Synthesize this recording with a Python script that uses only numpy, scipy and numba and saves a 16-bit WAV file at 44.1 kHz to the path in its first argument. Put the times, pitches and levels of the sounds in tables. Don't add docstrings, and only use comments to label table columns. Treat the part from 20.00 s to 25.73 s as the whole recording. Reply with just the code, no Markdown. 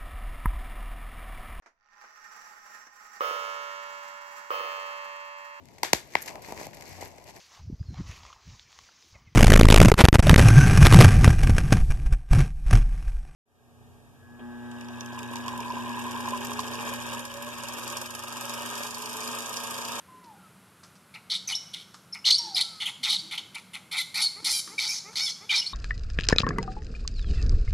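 import sys
import numpy as np
from scipy import signal
from scipy.fft import rfft, irfft, next_fast_len
from scipy.io import wavfile
from scipy.ndimage import uniform_filter1d
from numba import njit

SR = 44100
rng = np.random.default_rng(int(sys.argv[2]) if len(sys.argv) > 2 else 0)


def master(y):
    cut = np.clip(np.atleast_2d(y).T, -1, 1)
    pcm = np.round(cut * 32767)
    wavfile.write(sys.argv[1], SR, pcm.astype(np.int16))


N = 252724
TIME = np.arange(N) / SR

# start, break and end in seconds; first push, second
# push and dip at the break in dB; mouth resonance in each push and its width in Hz; throat and shrill
# top in dB. These are base values, which CRY_STAGES bends.
CRIES = [(1.142, 1.161, 1.19, -48.5, -66, 1, 4000, 3800, 1180, -43, -67.5),
         (1.302, 1.335, 1.373, -26.5, -28, 5, 4250, 3840, 950, -42, -45),
         (1.483, 1.514, 1.532, -33.5, -33, 2, 4700, 3590, 1900, -34.5, -42.5),
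         (1.738, 1.753, 1.83, -32.5, -47, 6, 3650, 3426, 1320, -49.5, -53),
         (2.146, 2.154, 2.193, -39.5, -67, 11, 4600, 4600, 2000, -39, -57),
         (2.253, 2.302, 2.314, -18, -12.5, 10.5, 3950, 4314, 1283, -35.5, -35.5),
         (2.559, 2.601, 2.624, -22, -22, 12.5, 4150, 3970, 1020, -36, -35),
         (2.804, 2.831, 2.855, -31, -40, -3.5, 3350, 3266, 1005, -37.5, -51),
         (2.857, 2.898, 2.906, -32, -41, 3.5, 3247, 3460, 950, -39, -44.5),
         (3.033, 3.077, 3.157, -25, -24.5, 8.5, 3650, 4070, 1300, -34, -39),
         (3.313, 3.34, 3.365, -34.5, -40, 3, 3600, 3166, 1196, -35.5, -48),
         (3.379, 3.383, 3.397, -25.5, -33.5, -1.5, 3200, 3500, 910, -37, -47.5),
         (3.549, 3.565, 3.598, -38, -50.5, 30, 3500, 3400, 1610, -39, -48.5),
         (3.737, 3.767, 3.778, -38.5, -48, 12, 3310, 3547, 1087, -39, -49),
         (3.916, 3.957, 4.022, -32.5, -28.5, 10.5, 3850, 4067, 1096, -33.5, -39),
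         (4.146, 4.198, 4.256, -29.5, -25, 5, 4200, 4454, 1400, -32, -34.5),
         (4.447, 4.488, 4.602, -25.5, -27.5, 3.5, 4500, 4750, 1667, -36, -30.5),
         (4.783, 4.867, 4.99, -30.5, -32.5, 0, 4065, 5400, 1570, -39, -43),
         (5.158, 5.222, 5.312, -29, -30.5, 0.5, 4400, 4800, 1586, -37.5, -44),
         (5.495, 5.537, 5.6, -27, -24, 3.5, 3450, 4317, 1396, -31.5, -44)]
# frequency in Hz, gain in dB.
AIRWAY_TONE = [(500, -17), (800, 6), (1400, -2.5), (1600, -9.5), (1720, -7), (2020, 1), (2450, 1),
               (2700, 1.5), (3000, 0.5)]


def screeches(whistling, attack_s=0.0044, release_s=0.0058, rasp_db=1.5, rasp_hz=130):
    mouth_db, mouth_hz, width_hz, throat_db, top_db, chest_db = cry_course(CRIES)
    pitch, rough, boost_db = fold_state()
    gate = np.max([held(start, end, attack_s, release_s) for start, _, end, *_ in CRIES], axis=0)
    buzz = vocal_folds(pitch, rough)
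    whistle_share = uniform_filter1d(whistling ** 2, SR // 200) / from_db(2 * mouth_db)
    air_left = np.sqrt(np.clip(1 - whistle_share, .3, 1))
    voice = from_db(mouth_db) * mouth(buzz, rough, mouth_hz, width_hz) * air_left
    voice += from_db(throat_db + boost_db) * throat(buzz, pitch)
    voice += from_db(top_db) * teeth(buzz)
    voice += from_db(chest_db) * chest(buzz)
    rasp = rms_one(from_db(rasp_db * np.clip(wander(rasp_hz), -2, 1.5)))
    return coloured(voice * rasp * gate, AIRWAY_TONE)


# mouth change in dB,
# mouth resonance multiplier, throat change in dB, top change in dB, chest relative to throat in dB.
CRY_STAGES = [(-5, 0.93, -6, -3.5, -17.5), (0.5, 0.98, -3, -2.5, -12.5), (0, 0.94, 0.5, -3.5, -10),
              (0.5, 0.99, -5.5, 1.5, -11.5), (-4, 0.92, -15.5, -7, -5.5)]


def cry_course(cries, swell_s=.016, recover_s=.025):
    mouth_step, mouth_ratio, throat_step, top_step, chest_step = np.transpose(CRY_STAGES)
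    rows = []
    for start, crack, end, db1, db2, dip_db, hz1, hz2, width_hz, throat_base, top_base in cries:
        push1 = min(start + swell_s, (start + crack) / 2)
        push2 = min(crack + recover_s, (crack + end) / 2)
        effort_db = two_pushes(db1, db2, dip_db)
        swing_db = effort_db - (db1 + db2) / 2
        throat_db = throat_base + throat_step
        rows += zip([start, push1, crack, push2, end], effort_db + mouth_step,
                    two_pushes(hz1, hz2, 0) * mouth_ratio, [width_hz] * 5,
                    throat_db, top_base + top_step + swing_db, throat_db + chest_step)
    times, *columns = np.transpose(rows)
    return [np.interp(TIME, np.sort(times), column) for column in columns]


def two_pushes(first, second, dip):
    return np.array([first, first, (first + second) / 2 - dip, second, second])


# start and length in seconds; first, middle and last pitch in Hz;
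# roughness from 0 to 1; throat boost in dB.
STRAINS = [(3.985, .035, 2230, 1999, 2252, 0.33, 11), (4.229, 0.045, 2216, 2239, 2137, 0.48, -4.5),
           (4.532, 0.099, 2348, 2349, 2139, 0.37, -0.5), (4.78, 0.0128, 2299, 2296, 2222, 0.33, 18),
           (4.86, 0.021, 2274, 2341, 2336, 0.48, -11), (4.888, .04, 2281, 2291, 2479, 0.38, 7),
           (5.211, .075, 2172, 2281, 1995, 0.2, 1), (5.496, 0.019, 2450, 2341, 2233, 0.23, 7),
           (5.539, 0.017, 2300, 2397, 2258, 0.47, 7)]


def fold_state(chaos_hz=2195.0, chaos_roughness=.88, lock_s=0.00783):
    pitch, rough, boost_db = np.full(N, chaos_hz), np.full(N, chaos_roughness), np.zeros(N)
    for start, length, first, middle, last, roughness, db in STRAINS:
        lock = held(start, start + length, lock_s, lock_s)
        progress = np.clip((TIME - start) / length, 0, 1)
        arc = np.polyval(np.polyfit([0, .5, 1], [first, middle, last], 2), progress)
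        pitch += lock * (arc - pitch)
        rough += lock * (roughness - rough)
        boost_db += lock * db
    return pitch, rough, boost_db


def vocal_folds(pitch, rough):
    rough = np.clip(rough, 0, 1) ** 1.4
    waver = .03 * (rough + .15) * wander(800) + .05 * rough * wander(120)
    phase = 2 * np.pi * np.cumsum(pitch * (1 + waver)) / SR
    pulses = rms_one(sum(np.cos(k * phase) for k in np.arange(1, 8)))
    throb = 1.15 * np.cos(phase / 3 + rough * wander(300))
    strength = 1 - .45 * rough + throb + 1.1 * rough * wander(1000)
    breath = .5 * (rough + .2) * rng.standard_normal(N) * (1 + np.cos(phase) / 2)
    return pulses * strength + breath


# frequency in Hz, gain in dB.
MOUTH_TONE = [(1000, -20), (1700, -30), (2300, -10), (2700, -7), (3150, 3), (3700, 0), (4350, 2),
              (4850, -2), (5400, 1), (6500, 1), (7500, -4), (9000, -12)]


def mouth(buzz, rough, hz, width_hz):
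    quiver = 1 + .055 * wander(70)
    ring = steep_resonance(buzz, hz * quiver, 1.57 * width_hz)
    ring = evened(coloured(ring, MOUTH_TONE), window_s=0.0122)
    squeal_share = np.clip(rough * (1900 - width_hz) / 1500 * (1 + .6 * wander(50)), 0, .8)
    return np.sqrt(1 - squeal_share) * ring + np.sqrt(squeal_share) * squeal(hz)


def squeal(hz):
    zigzag = 1 + .085 * wander(160) + .04 * wander(900)
    phase = 2 * np.pi * np.cumsum(hz * zigzag) / SR
    return np.sqrt(2) * (np.sin(phase) + .08 * np.sin(2 * phase))


def throat(buzz, pitch, rest_hz=2250):
    hz = np.sqrt(rest_hz * pitch) * (1 + .04 * wander(60))
    return evened(steep_resonance(buzz, hz, width_hz=560), window_s=0.0097)


# frequency in Hz, width in Hz, relative level in dB.
TEETH_RINGS = [(7190, 610, 3.5), (8850, 950, 1.5), (9840, 220, 10.5), (10720, 640, 2), (11600, 1700, -8),
               (14700, 1400, -19)]


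def teeth(buzz, roaming_hz=10000):
    steady = rms_one(cavity(buzz, TEETH_RINGS))
    roaming = rms_one(steep_resonance(buzz, roaming_hz * (1 + .09 * wander(35)), width_hz=800))
    return evened(steady + .7 * roaming, window_s=0.013)


# frequency in Hz, width in Hz, relative level in dB.
CHEST_RINGS = [(860, 260, 0), (1300, 380, -3)]


def chest(buzz):
    return evened(cavity(buzz, CHEST_RINGS), window_s=0.0098)


# start and length in seconds, first and last pitch in Hz, level in dB.
WHISTLES = [(1.474, 0.013, 6300, 5600, -31), (1.522, 0.021, 2930, 2960, -30.5),
            (1.536, 0.028, 3150, 4200, -36), (1.55, 0.0086, 5060, 5630, -26.5),
            (1.559, 0.016, 5800, 4950, -32.5), (2.125, .02, 5398, 4900, -36),
            (2.243, .015, 2700, 3320, -33.5), (2.319, .019, 4170, 4580, -18),
            (2.339, .028, 4130, 4630, -20.5), (2.38, 0.015, 5676, 5280, -27),
            (2.546, .008, 4690, 5330, -25.5), (2.612, 0.016, 3700, 4680, -24.5),
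            (2.649, 0.0085, 4600, 3820, -33.5), (2.859, .012, 2920, 3320, -27.5),
            (3.138, 0.01446, 3448, 4500, -33), (3.155, 0.015, 4720, 3300, -28.5),
            (3.183, 0.024, 4380, 4480, -34), (4.226, 0.0575, 4400, 4200, -27),
            (4.545, 0.06, 11200, 9800, -37.5), (4.884, .022, 5605, 5050, -33.5),
            (4.92, 0.027, 6260, 6220, -36), (5.0, .011, 4700, 3700, -41.5), (5.21, 0.077, 5300, 5050, -33),
            (5.26, 0.037, 3500, 3170, -32.5), (5.313, .017, 4420, 4160, -39),
            (5.494, 0.016, 2810, 3250, -27), (5.578, 0.033, 5200, 5150, -28),
            (5.612, .022, 2850, 2870, -36.5), (5.662, .021, 4050, 4580, -30)]


def whistles():
    return glides(WHISTLES, arch=0.0232, overtone_db=-20, harmonics=2,
                  jitter=.028, jitter_hz=600, flutter_db=2.5, fade=.25)


# start in seconds, length in seconds, level in dB before GASP_TONE.
GASPS = [(4.355, .063, -52), (4.695, .062, -51.5), (5.04, 0.0822, -51), (5.403, 0.061, -53.5)]
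# frequency in Hz, gain in dB.
GASP_TONE = [(300, 8), (430, 2.5), (850, 5), (1300, 4.5), (1700, -11), (2150, 11.5), (2800, -15),
             (6000, -35)]


def gasps(from_hz=370, to_hz=474):
    rises = [(start, length, from_hz, to_hz, db) for start, length, db in GASPS]
    squeaks = glides(rises, arch=0, overtone_db=-.3, harmonics=10,
                     jitter=.015, jitter_hz=400, flutter_db=2, fade=.3)
    return coloured(squeaks, GASP_TONE)


# start in seconds, base level in dB, the thud's offset from it in dB.
SCUFFS = [(0.239, -48.5, -7), (0.834, -40, -30), (0.954, -48.5, -21), (1.941, -39.5, -31),
          (3.401, -44.5, -12), (4.425, -45, -8.5), (4.674, -34, -18), (5.129, -37, -26), (5.357, -44, -29)]
# frequency in Hz, relative level in dB.
LEAF_TONE = [(400, -21), (1200, 5), (2500, -10), (5000, 0.5), (11000, -16), (16000, -40)]


def scuffs(rise_s=0.00039, crackle_decay_s=0.017, thud_decay_s=0.079, crackle_db=-8, thud_db=-2):
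    crackle, thud = np.zeros(N), np.zeros(N)
    for start, db, offset_db in SCUFFS:
        age = np.maximum(TIME - start, 0)
        rise = np.minimum(age / rise_s, 1)
        crackle += from_db(db + crackle_db) * rise * np.exp(-age / crackle_decay_s)
        thud += from_db(db + offset_db + thud_db) * rise * np.exp(-age / thud_decay_s)
    grains = rng.standard_normal(N) * from_db(5 * wander(800))
    return crackle * rms_one(coloured(grains, LEAF_TONE)) + thud * noise_band(hz=318, width_hz=110)


# start and length in seconds, first and last pitch in Hz, level in dB.
FAR_CALLS = [(.075, .16, 1023, 996, -53), (.11, 0.083, 321, 265, -62.5), (.14, 0.069, 401, 410, -60),
             (.21, 0.15, 1026, 775, -53), (.35, 0.14, 1467, 1245, -63), (2.385, 0.13, 960, 816, -48.5),
             (2.43, 0.065, 331, 343, -54.5), (2.46, .12, 853, 694, -50.5), (2.62, .19, 1360, 1250, -59.5),
             (2.99, 0.08, 265, 199, -61), (3.09, 0.12, 201.5, 181, -56.5), (3.22, 0.082, 310, 335, -56)]


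def far_calls():
    return glides(FAR_CALLS, arch=0.012, overtone_db=-23, harmonics=2,
                  jitter=0.0058, jitter_hz=83, flutter_db=2.5, fade=0.13)


# frequency in Hz, gain in dB.
ECHO_TONE = [(200, 8), (1000, 3.5), (2300, 0), (4500, 3.5), (7000, 9), (11000, 1), (16000, 5)]


def trees(sound, tail_s=1.0, tail_db=-17, near_s=0.19, near_db=-15, ground_s=0.00166, ground_db=-14):
    shape = from_db(tail_db) * die_away(tail_s) + from_db(near_db) * die_away(near_s)
    echoes = [coloured(rng.standard_normal(SR), ECHO_TONE) * shape for _ in range(2)]
    middle, side = [signal.fftconvolve(sound, echo)[:N] for echo in echoes]
    bounce = from_db(ground_db) * np.interp(TIME - ground_s, TIME, sound)
    stereo_spread = from_db(-30) * rng.standard_normal(SR) * die_away(seconds=0.013)
    spread = signal.fftconvolve(sound, stereo_spread)[:N]
    return stereo(sound + bounce + middle, from_db(.5) * treble_width(side) + spread)


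# frequency in Hz, relative level in dB.
AIR_TONE = [(15, -89), (25, -35), (70, -19.5), (91, -8), (130, -5.5), (161, -5.5), (317, -14.5), (795, -17),
            (1400, -13), (1740, -19.5), (2160, -20.5), (2410, -21), (6200, -29), (11500, -25), (16000, -46)]


def background(air_db=-57.5, drone_db=-63):
    air = rms_one(coloured(rng.standard_normal(N), AIR_TONE)) * from_db(air_db + .4 * wander(3))
    side = rms_one(coloured(rng.standard_normal(N), AIR_TONE)) * from_db(air_db + 1)
    drone = from_db(drone_db) * noise_band(hz=178, width_hz=45)
    return stereo(air + drone, treble_width(side))


# frequency in Hz, gain of the side signal in dB.
STEREO_WIDTH = [(30, -11), (60, -23), (110, -23), (200, -27), (380, -21), (700, -25.5), (1290, -26),
                (2380, -28), (4400, -29.5), (8120, -13), (15000, -0.5)]


def treble_width(side):
    return coloured(side, STEREO_WIDTH)


def stereo(middle, side):
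    return middle + side * np.array([[1], [-1]])


def glides(rows, arch, overtone_db, harmonics, jitter, jitter_hz, flutter_db, fade):
    out = np.zeros(N)
    shake = 1 + jitter * wander(jitter_hz)
    flutter = from_db(flutter_db * wander(jitter_hz / 2))
    for start, length, first, last, db in rows:
        at = np.flatnonzero((TIME > start) & (TIME < start + length))
        progress = (TIME[at] - start) / length
        hz = (first + (last - first) * progress) * (1 + arch * np.sin(np.pi * progress))
        phase = 2 * np.pi * np.cumsum(hz * shake[at]) / SR
        tone = sum(from_db(overtone_db * k) * np.sin((k + 1) * phase) for k in range(harmonics))
        shape = np.sin(np.pi / 2 * np.clip(np.minimum(progress, 1 - progress) / fade, 0, 1))
        out[at] += from_db(db) * rms_one(tone) * shape * flutter[at]
    return out


def held(start, end, attack_s, release_s):
    return np.interp(TIME, [start - attack_s, start, end, end + release_s], [0, 1, 1, 0])


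def die_away(seconds):
    return from_db(-60 * TIME[:SR] / seconds) * np.sqrt(2 * np.log(1000) / (seconds * SR))


def from_db(db):
    return 10 ** (np.asarray(db) / 20)


def rms_one(x):
    return x / np.sqrt(np.mean(x ** 2) + 1e-20)


def evened(x, window_s):
    return x / np.sqrt(np.abs(uniform_filter1d(x ** 2, int(window_s * SR))) + 1e-12)


def wander(rate_hz):
    lowpass = signal.butter(2, rate_hz, fs=SR, output="sos")
    return rms_one(signal.sosfilt(lowpass, rng.standard_normal(N + SR))[SR:])


def noise_band(hz, width_hz):
    return rms_one(cavity(rng.standard_normal(N), [(hz, width_hz, 0)]))


def coloured(x, points):
    hz, db = np.transpose(points)
    size = next_fast_len(len(x) + SR // 10)
    bins = np.maximum(np.fft.rfftfreq(size, 1 / SR), 1)
    gain = from_db(np.interp(np.log(bins), np.log(hz), db))
    return irfft(rfft(x, size) * gain, size)[:len(x)]


def resonance(x, hz, width_hz):
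    r = np.exp(-np.pi * width_hz / SR)
    feedback = [1, -2 * r * np.cos(2 * np.pi * hz / SR), r * r]
    return signal.lfilter(np.array([1, 0, -1]) * (1 - r * r) / 2, feedback, x)


def cavity(x, rings):
    return sum(from_db(db) * (-1) ** k * resonance(resonance(x, hz, width), hz, width)
               for k, (hz, width, db) in enumerate(rings))


def steep_resonance(x, hz, width_hz):
    width_hz = np.maximum(width_hz, 200) * np.ones(N)
    return moving_resonance(moving_resonance(x, hz, width_hz), hz, width_hz)


@njit
def moving_resonance(x, hz, width_hz):
    y, state = np.zeros(len(x)), 0j
    for i in range(len(x)):
        r = np.exp(-np.pi * width_hz[i] / SR)
        state = state * r * np.exp(2j * np.pi * hz[i] / SR) + (1 - r) * x[i]
        y[i] = state.real
    return y


def scene():
    whistling = whistles()
    voices = gasps() + far_calls() + screeches(whistling) + whistling
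    return trees(voices + scuffs()) + background()


def record(dry, low_hz=32, high_hz=15700):
    trimmed = signal.sosfilt(signal.butter(2, low_hz, "high", fs=SR, output="sos"), dry)
    return signal.sosfilt(signal.ellip(12, .1, 80, high_hz, fs=SR, output="sos"), trimmed)


dry = scene()
out = record(dry)
master(out)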